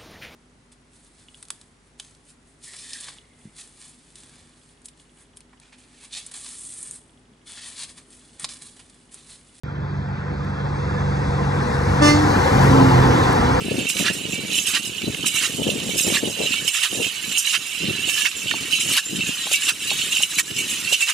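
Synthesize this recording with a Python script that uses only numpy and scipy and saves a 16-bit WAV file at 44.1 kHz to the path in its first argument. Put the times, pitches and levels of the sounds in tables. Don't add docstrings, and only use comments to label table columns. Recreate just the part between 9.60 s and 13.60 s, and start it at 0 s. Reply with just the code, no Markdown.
import sys
import numpy as np
from scipy import signal
from scipy.fft import rfft, irfft
from scipy.io import wavfile
from scipy.ndimage import uniform_filter1d

SR = 44100
rng = np.random.default_rng(int(sys.argv[2]) if len(sys.argv) > 2 else 0)


def to_wav(sig):
    pcm = np.clip(np.atleast_2d(sig), -1, 1) * 32767
    pcm = np.round(pcm).astype(np.int16)
    wavfile.write(sys.argv[1], SR, pcm.T)


def magnitude_from_level(level_db):
    exponent = np.asarray(level_db, float) / 20
    return 10 ** exponent


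N = 176400
T = np.arange(N) / SR
SLOW_T = T[::64]
BIN_HZ = np.fft.rfftfreq(1024, 1 / SR)


def evened(x):
    return x / np.sqrt(np.mean(x ** 2) + 1e-20)


def read(points, hz):
    f, value = np.transpose(points)
    return np.interp(np.log(hz + 30), np.log(f + 30), value)


def drift(t, top_hz):
    rates_hz = np.geomspace(top_hz / 8, top_hz, 12)
    return evened(sum(np.sin(2 * np.pi * (f * t + rng.random())) / np.sqrt(f) for f in rates_hz))


def phase_of(hz):
    return 2 * np.pi * np.cumsum(hz) / SR


# time in seconds, closeness 0-1.
APPROACH = [(0, 0.07), (.7, 0.26), (1.35, 0.5), (1.8, 0.57), (2.15, 0.67), (2.4, 0.77), (2.62, 0.9),
            (2.85, 0.95), (3.03, 1.04), (3.3, 0.99), (3.7, 0.96), (4, 0.89)]


def closeness(t):
    return np.interp(t, *np.transpose(APPROACH))


# frequency in Hz, density in dB per Hz.
RUMBLE_BAND = [(20, -40), (40, -17), (60, -0.5), (130, 7.5), (200, -2.5), (420, -19)], [(20, -40),
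               (40, -20.5), (60, 14), (110, 2.5), (200, 2.5), (420, -2)], -39.5, -21
ROAR_BAND = [(220, -3.5), (380, -1), (503, -7), (638, -12), (823, -8.5), (1050, -6), (1110, -9.5),
             (1540, -5.5), (3100, -28), (4030, -62), (6820, -120)], [(220, -6), (380, -13.5), (465, 1.5),
             (621, -13), (774, -3.5), (981, -3), (1280, -9), (1860, -10.5), (3100, -29.5), (4030, -73),
             (6820, -120)], -43, -21
HISS_BAND = [(1710, -39), (2900, -31), (3140, 4.5), (4890, 1.5), (5440, -4), (6320, -6.5), (10500, -30),
             (12300, -64), (16000, -42)], [(1710, -40), (2900, -4), (3540, -0.5), (4580, 0), (5210, -2),
             (6010, -2.5), (7190, -8.5), (15000, -22.5), (16000, -29)], -61, -36


def road(band, patchy_db, flicker_db):
    far, near, far_db, near_db = band
    t = (np.arange(N // 256 + 6) * 256 / SR)[:, None]
    close = closeness(t)
    inside = (BIN_HZ >= far[0][0]) & (BIN_HZ < far[-1][0])

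    def bins_db(spectrum, level_db):
        colour_db = read(spectrum, BIN_HZ)
        return level_db + colour_db - 20 * np.log10(np.linalg.norm(inside * magnitude_from_level(colour_db)))

    far_bins_db, near_bins_db = bins_db(far, far_db), bins_db(near, near_db)
    real, imag, patches = rng.standard_normal((3, len(t), len(BIN_HZ)))
    patches = uniform_filter1d(patches, size=10, axis=0)
    patches = evened(uniform_filter1d(patches, size=10, axis=1))

    notch_hz, notch_width_hz = 2880 + 280 * close, 170
    notch_depth_db = -19 * (1 - close ** 2).clip(0) * (1 + .35 * drift(t, 6)).clip(0)
    notch_db = notch_depth_db * np.exp(-((BIN_HZ - notch_hz) / notch_width_hz) ** 2)
    fizz_s, fizz_width_s, fizz_hz = 2.08, .66, 7800
    fizz_db = 8 * np.exp(-((t - fizz_s) / fizz_width_s) ** 2) / (1 + (fizz_hz / (BIN_HZ + 1)) ** 4)

    level_db = far_bins_db + close * (near_bins_db - far_bins_db) + notch_db + fizz_db
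    level_db = level_db + patchy_db * patches + flicker_db * drift(t, 20)
    z = (real + 1j * imag) * inside * magnitude_from_level(level_db)
    return 1.81 * signal.istft(z.T, nperseg=1024, noverlap=768)[1][:N]


def wavering(angle, slow_db):
    level = np.interp(T, SLOW_T, magnitude_from_level(slow_db + 1.5 * drift(SLOW_T, 8)))
    waver_rad = np.interp(T, SLOW_T, .22 * drift(SLOW_T, 8))
    return np.sqrt(2) * level * np.cos(angle + waver_rad)


# time in seconds, pitch in Hz, level in dB, level of its octave in dB.
EXHAUST = [(0, 143.5, -30, -49), (.7, 143.5, -29, -48), (1.3, 142, -25, -44), (1.45, 141.8, -22, -41),
           (1.6, 141.8, -23.5, -43), (2.3, 140.7, -22, -40), (2.6, 140.4, -24, -36),
           (2.76, 139.7, -30, -29), (2.86, 138.8, -33, -29), (2.95, 137.5, -21, -26), (3.05, 136, -16, -30),
           (3.15, 134.5, -15, -18), (3.28, 130.8, -13, -15.5), (3.36, 129.5, -13.5, -29),
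           (3.45, 128.6, -20, -22), (3.65, 126.8, -24, -27), (4, 125, -30, -31)]
# multiple of a sixth of the exhaust note, dB far, dB abeam.
ENGINE_ORDERS = [(2, -24, -26), (3, -7, -13), (5, -16, -12), (6, 0, 0), (8, -8, -8), (10, -19, -16),
                 (16, -24, -12), (21, -38, -13), (24, -28, -17)]


def engine():
    s, hz, level_db, octave_db = np.transpose(EXHAUST)
    turn = phase_of(np.interp(T, s, hz)) / 6
    abeam_s, abeam_width_s = 2.7, .15
    abeam = 1 / (1 + np.exp(-(SLOW_T - abeam_s) / abeam_width_s))
    note_db = np.interp(SLOW_T, s, level_db)
    out = wavering(12 * turn, np.interp(SLOW_T, s, octave_db))
    for order, far_db, abeam_db in ENGINE_ORDERS:
        out += wavering(round(order) * turn, note_db + far_db + abeam * (abeam_db - far_db))
    return out


# Hz far, Hz near, dB far, dB near,
# dB added once the cab has passed, closeness of full level.
BODY_TONES = [
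    (95, 95, -37, -22, -9, 1),
    (500, 478, -58, -33, 0, .62),
]


def drones():
    close = closeness(SLOW_T)
    passed = np.clip((SLOW_T - 3) / .5, 0, 1)
    out = np.zeros(N)
    for far_hz, near_hz, far_db, near_db, passed_db, full in BODY_TONES:
        angle = phase_of(np.interp(T, SLOW_T, far_hz + close * (near_hz - far_hz)))
        level_db = far_db + np.minimum(close / full, 1) * (near_db - far_db)
        out += wavering(angle, level_db + passed_db * passed)
    return out


# start in seconds, length in seconds, pitch in Hz, level in dB.
BIRD_PEEPS = [
    (.33, .06, 6250, -61),
    (1.13, .085, 8200, -60),
    (3.035, .016, 11600, -47),
]


def bird():
    out = np.zeros(N)
    for s, length_s, hz, db in BIRD_PEEPS:
        u = np.clip((T - s) / length_s, 0, 1)
        swell = np.sin(np.pi * u).clip(0) ** .4 * (u < 1)
        out += magnitude_from_level(db) * swell * np.sin(phase_of(hz + 60 * np.sin(7 * u)))
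    return out


# start in seconds, peak level in dB.
GRIT_TICKS = [
    (.735, -63),
    (.846, -55),
    (.90, -60),
    (.985, -66),
    (1.85, -53),
    (3.727, -34),
]


def grit():
    out = np.zeros(N)
    for s, db in GRIT_TICKS:
        burst = np.diff(uniform_filter1d(rng.standard_normal(601), size=3))
        out[round(s * SR):][:600] += burst * magnitude_from_level(db + 12 - 60 * T[:600] / .025)
    return out


# time in seconds, pitch in Hz, air pressure in dB.
HORN_BLAST = [
    (2.396, 294.5, -30),
    (2.412, 295.4, -2.5),
    (2.424, 295.5, 0),
    (2.507, 295.5, 0),
    (2.54, 295.6, -1.3),
    (2.565, 297, -4.5),
    (2.61, 303, -10),
    (2.69, 305, -11),
    (2.72, 305, -30),
]
# multiple of the pitch, level in dB, bloom time in seconds.
HORN_PARTIALS = [(1, .5, 2.44), (2, -6, 2.47), (3, -13, 2.54), (4, -5, 2.45), (5, -12, 2.44),
                 (6, -8, 2.465), (7, -10, 2.5), (8, -20, 2.49), (9, -15, 2.495), (10, -23, 2.465),
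                 (11, -32, 2.43), (12, -21, 2.44), (13, -23, 2.52), (14, -21, 2.48), (15, -13, 2.505),
                 (16, -21, 2.435), (17, -17, 2.495), (18, -13, 2.465), (19, -23, 2.505), (20, -18, 2.475),
                 (21, -13.5, 2.46), (22, -23, 2.465), (23, -20, 2.455), (24, -27, 2.455), (25, -35, 2.46),
                 (26, -31, 2.495), (27, -26, 2.46), (28, -26, 2.49), (29, -26, 2.48), (30, -23, 2.435),
                 (31, -27, 2.465), (32, -30, 2.495), (33, -31, 2.495), (34, -35, 2.495), (35, -42, 2.44),
                 (36, -44, 2.47), (37, -40, 2.47), (38, -44, 2.49), (39, -39, 2.46), (40, -45, 2.47),
                 (41, -39, 2.495), (42, -46, 2.465), (43, -48, 2.49), (44, -52, 2.46), (45, -49, 2.47),
                 (46, -40, 2.475), (47, -49, 2.44), (48, -62, 2.44), (49, -45, 2.465), (50, -45, 2.48),
                 (51, -39, 2.48)]


def horn():
    s, hz, pressure_db = np.transpose(HORN_BLAST)
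    start, stop = round(s[0] * SR), round(s[-1] * SR)
    t = T[start:stop]
    turn, push_db = phase_of(np.interp(t, s, hz)), np.interp(t, s, pressure_db)

    tone = np.zeros(len(t))
    for k, db, bloom_s in HORN_PARTIALS:
        pressure_gain = .5 + .55 * min(k - 1, 18) + (k > 1)
        before_bloom_db = 7 * (1 - np.exp(-((t - bloom_s) / .035) ** 2))
        moving_db = min(1, k / 8) * (1.6 * drift(t, 24.96) - before_bloom_db)
        jitter_rad = .04 * min(k, 18) * drift(t, 60)
        angle = k * turn + 2 * np.pi * rng.random() + jitter_rad
        tone += magnitude_from_level(db + push_db * pressure_gain + moving_db) * np.cos(angle)

    leak_band = signal.butter(4, [3500, 7200], "band", fs=SR, output="sos")
    leak = evened(signal.sosfilt(leak_band, rng.standard_normal(len(t))))
    rise = np.clip((t - s[1]) / (s[2] - s[1]), 0, 1)
    leak *= magnitude_from_level(-31.5 + .8 * push_db) * rise * (1 + .2 * np.cos(turn))
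    out = np.zeros(N)
    out[start:stop] = np.sqrt(2) * magnitude_from_level(-15) * tone + leak

    echo_t, echo_t60_s, echo_delay_s, echo_db = T[:SR // 2], .26, .015, -7
    echo = signal.lfilter([1, -1], [1, -.8], rng.standard_normal(SR // 2))
    echo *= magnitude_from_level(-60 * echo_t / echo_t60_s) * (echo_t > echo_delay_s)
    return out + magnitude_from_level(echo_db) * signal.oaconvolve(out, echo / np.linalg.norm(echo))[:N]


# frequency in Hz, left over right in dB.
PORT_LEANS = [
    [(70, -1), (400, -3), (700, 5.5), (1410, -2.5), (2300, -5.5), (3800, -1.5), (6000, -2.5), (7500, 0)],
    [(70, -1), (400, -3), (700, 7.5), (1410, 3), (2300, -7), (3800, -5), (6000, -6), (7500, 0)],
    [(70, -1.2), (400, -4.5), (700, 4), (1410, -1), (2300, -6.5), (3800, -1.5), (6000, -1.5), (7500, 0)],
]
# frequency in Hz, coherence 0-1.
PORT_LIKENESS = [(60, .9995), (130, .99), (250, .93), (500, .73), (1000, .63), (2000, .45), (3000, .6),
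                 (7500, .999)]
# frequency in Hz, radians left leads.
PORT_LEAD = [(60, 0.05), (250, .55), (520, 1.5), (780, 2.5), (1030, 1.3), (1890, 1.1), (2670, -2.3),
             (4310, -5.8), (5340, -5.8), (7000, -6.28)]


def ports(x, spread):
    z = signal.stft(x, nperseg=1024, noverlap=768)[2]
    t = np.arange(z.shape[1]) * 256 / SR
    come, go = np.clip((t - 1.7) / .35, 0, 1), np.clip((t - 3.03) / .27, 0, 1)
    weights = 1 - come, come - go, go
    lean_db = sum(read(table, BIN_HZ)[:, None] * w for table, w in zip(PORT_LEANS, weights))
    lean = magnitude_from_level(lean_db / 2 * np.where(BIN_HZ < 7000, 1, .3)[:, None])
    phase = read(PORT_LEAD, BIN_HZ)[:, None]
    same = 1 - spread * (1 - read(PORT_LIKENESS, BIN_HZ)[:, None])

    scatter = rng.standard_normal(z.shape) + 1j * rng.standard_normal(z.shape)
    scatter = signal.lfilter([1], [1, -.5], scatter, axis=1) * np.sqrt(3 / 4)
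    envelope = np.sqrt(uniform_filter1d(abs(z) ** 2, size=3, axis=1).clip(0))
    right = (same * z + np.sqrt(1 - same ** 2) * envelope * scatter) * np.exp(-1j * phase)
    mid = np.sqrt(lean ** 2 + lean ** -2 + 2 * same * np.cos(phase)) / 2
    pair = np.array([z * lean, right / lean]) / mid
    return signal.istft(pair, nperseg=1024, noverlap=768)[1][:, :N]


def scene():
    noise = road(RUMBLE_BAND, patchy_db=1, flicker_db=1.5)
    noise += road(ROAR_BAND, patchy_db=1, flicker_db=0)
    noise += road(HISS_BAND, patchy_db=1.5, flicker_db=.2)
    tones = engine() + drones() + bird() + grit() + horn()
    return ports(noise, spread=1) + ports(tones, spread=.25)


def band_limit(x):
    return signal.sosfilt(signal.butter(12, 16410, fs=SR, output="sos"), x)


# frequency in Hz, level in dB.
MIC_HISS = [(3000, -36), (9000, -11), (11500, -9), (12000, 0), (12500, -9), (16000, -13)]


def record(dry):
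    hiss_gain = magnitude_from_level(read(MIC_HISS, np.fft.rfftfreq(N, 1 / SR)))
    hiss = irfft(rfft(rng.standard_normal(N)) * hiss_gain, N)
    bass_cut = signal.butter(4, 42, "high", fs=SR, output="sos")
    mix = signal.sosfilt(bass_cut, dry) + magnitude_from_level(-86) * evened(hiss)
    start_s, jump = .0345, .045
    mix = (mix + jump * np.exp(-abs(T - start_s) / .002)) * (T > start_s)
    mix = np.tanh(mix / 1.644) * 1.327
    return band_limit(mix)


dry = scene()
out = record(dry)
to_wav(out)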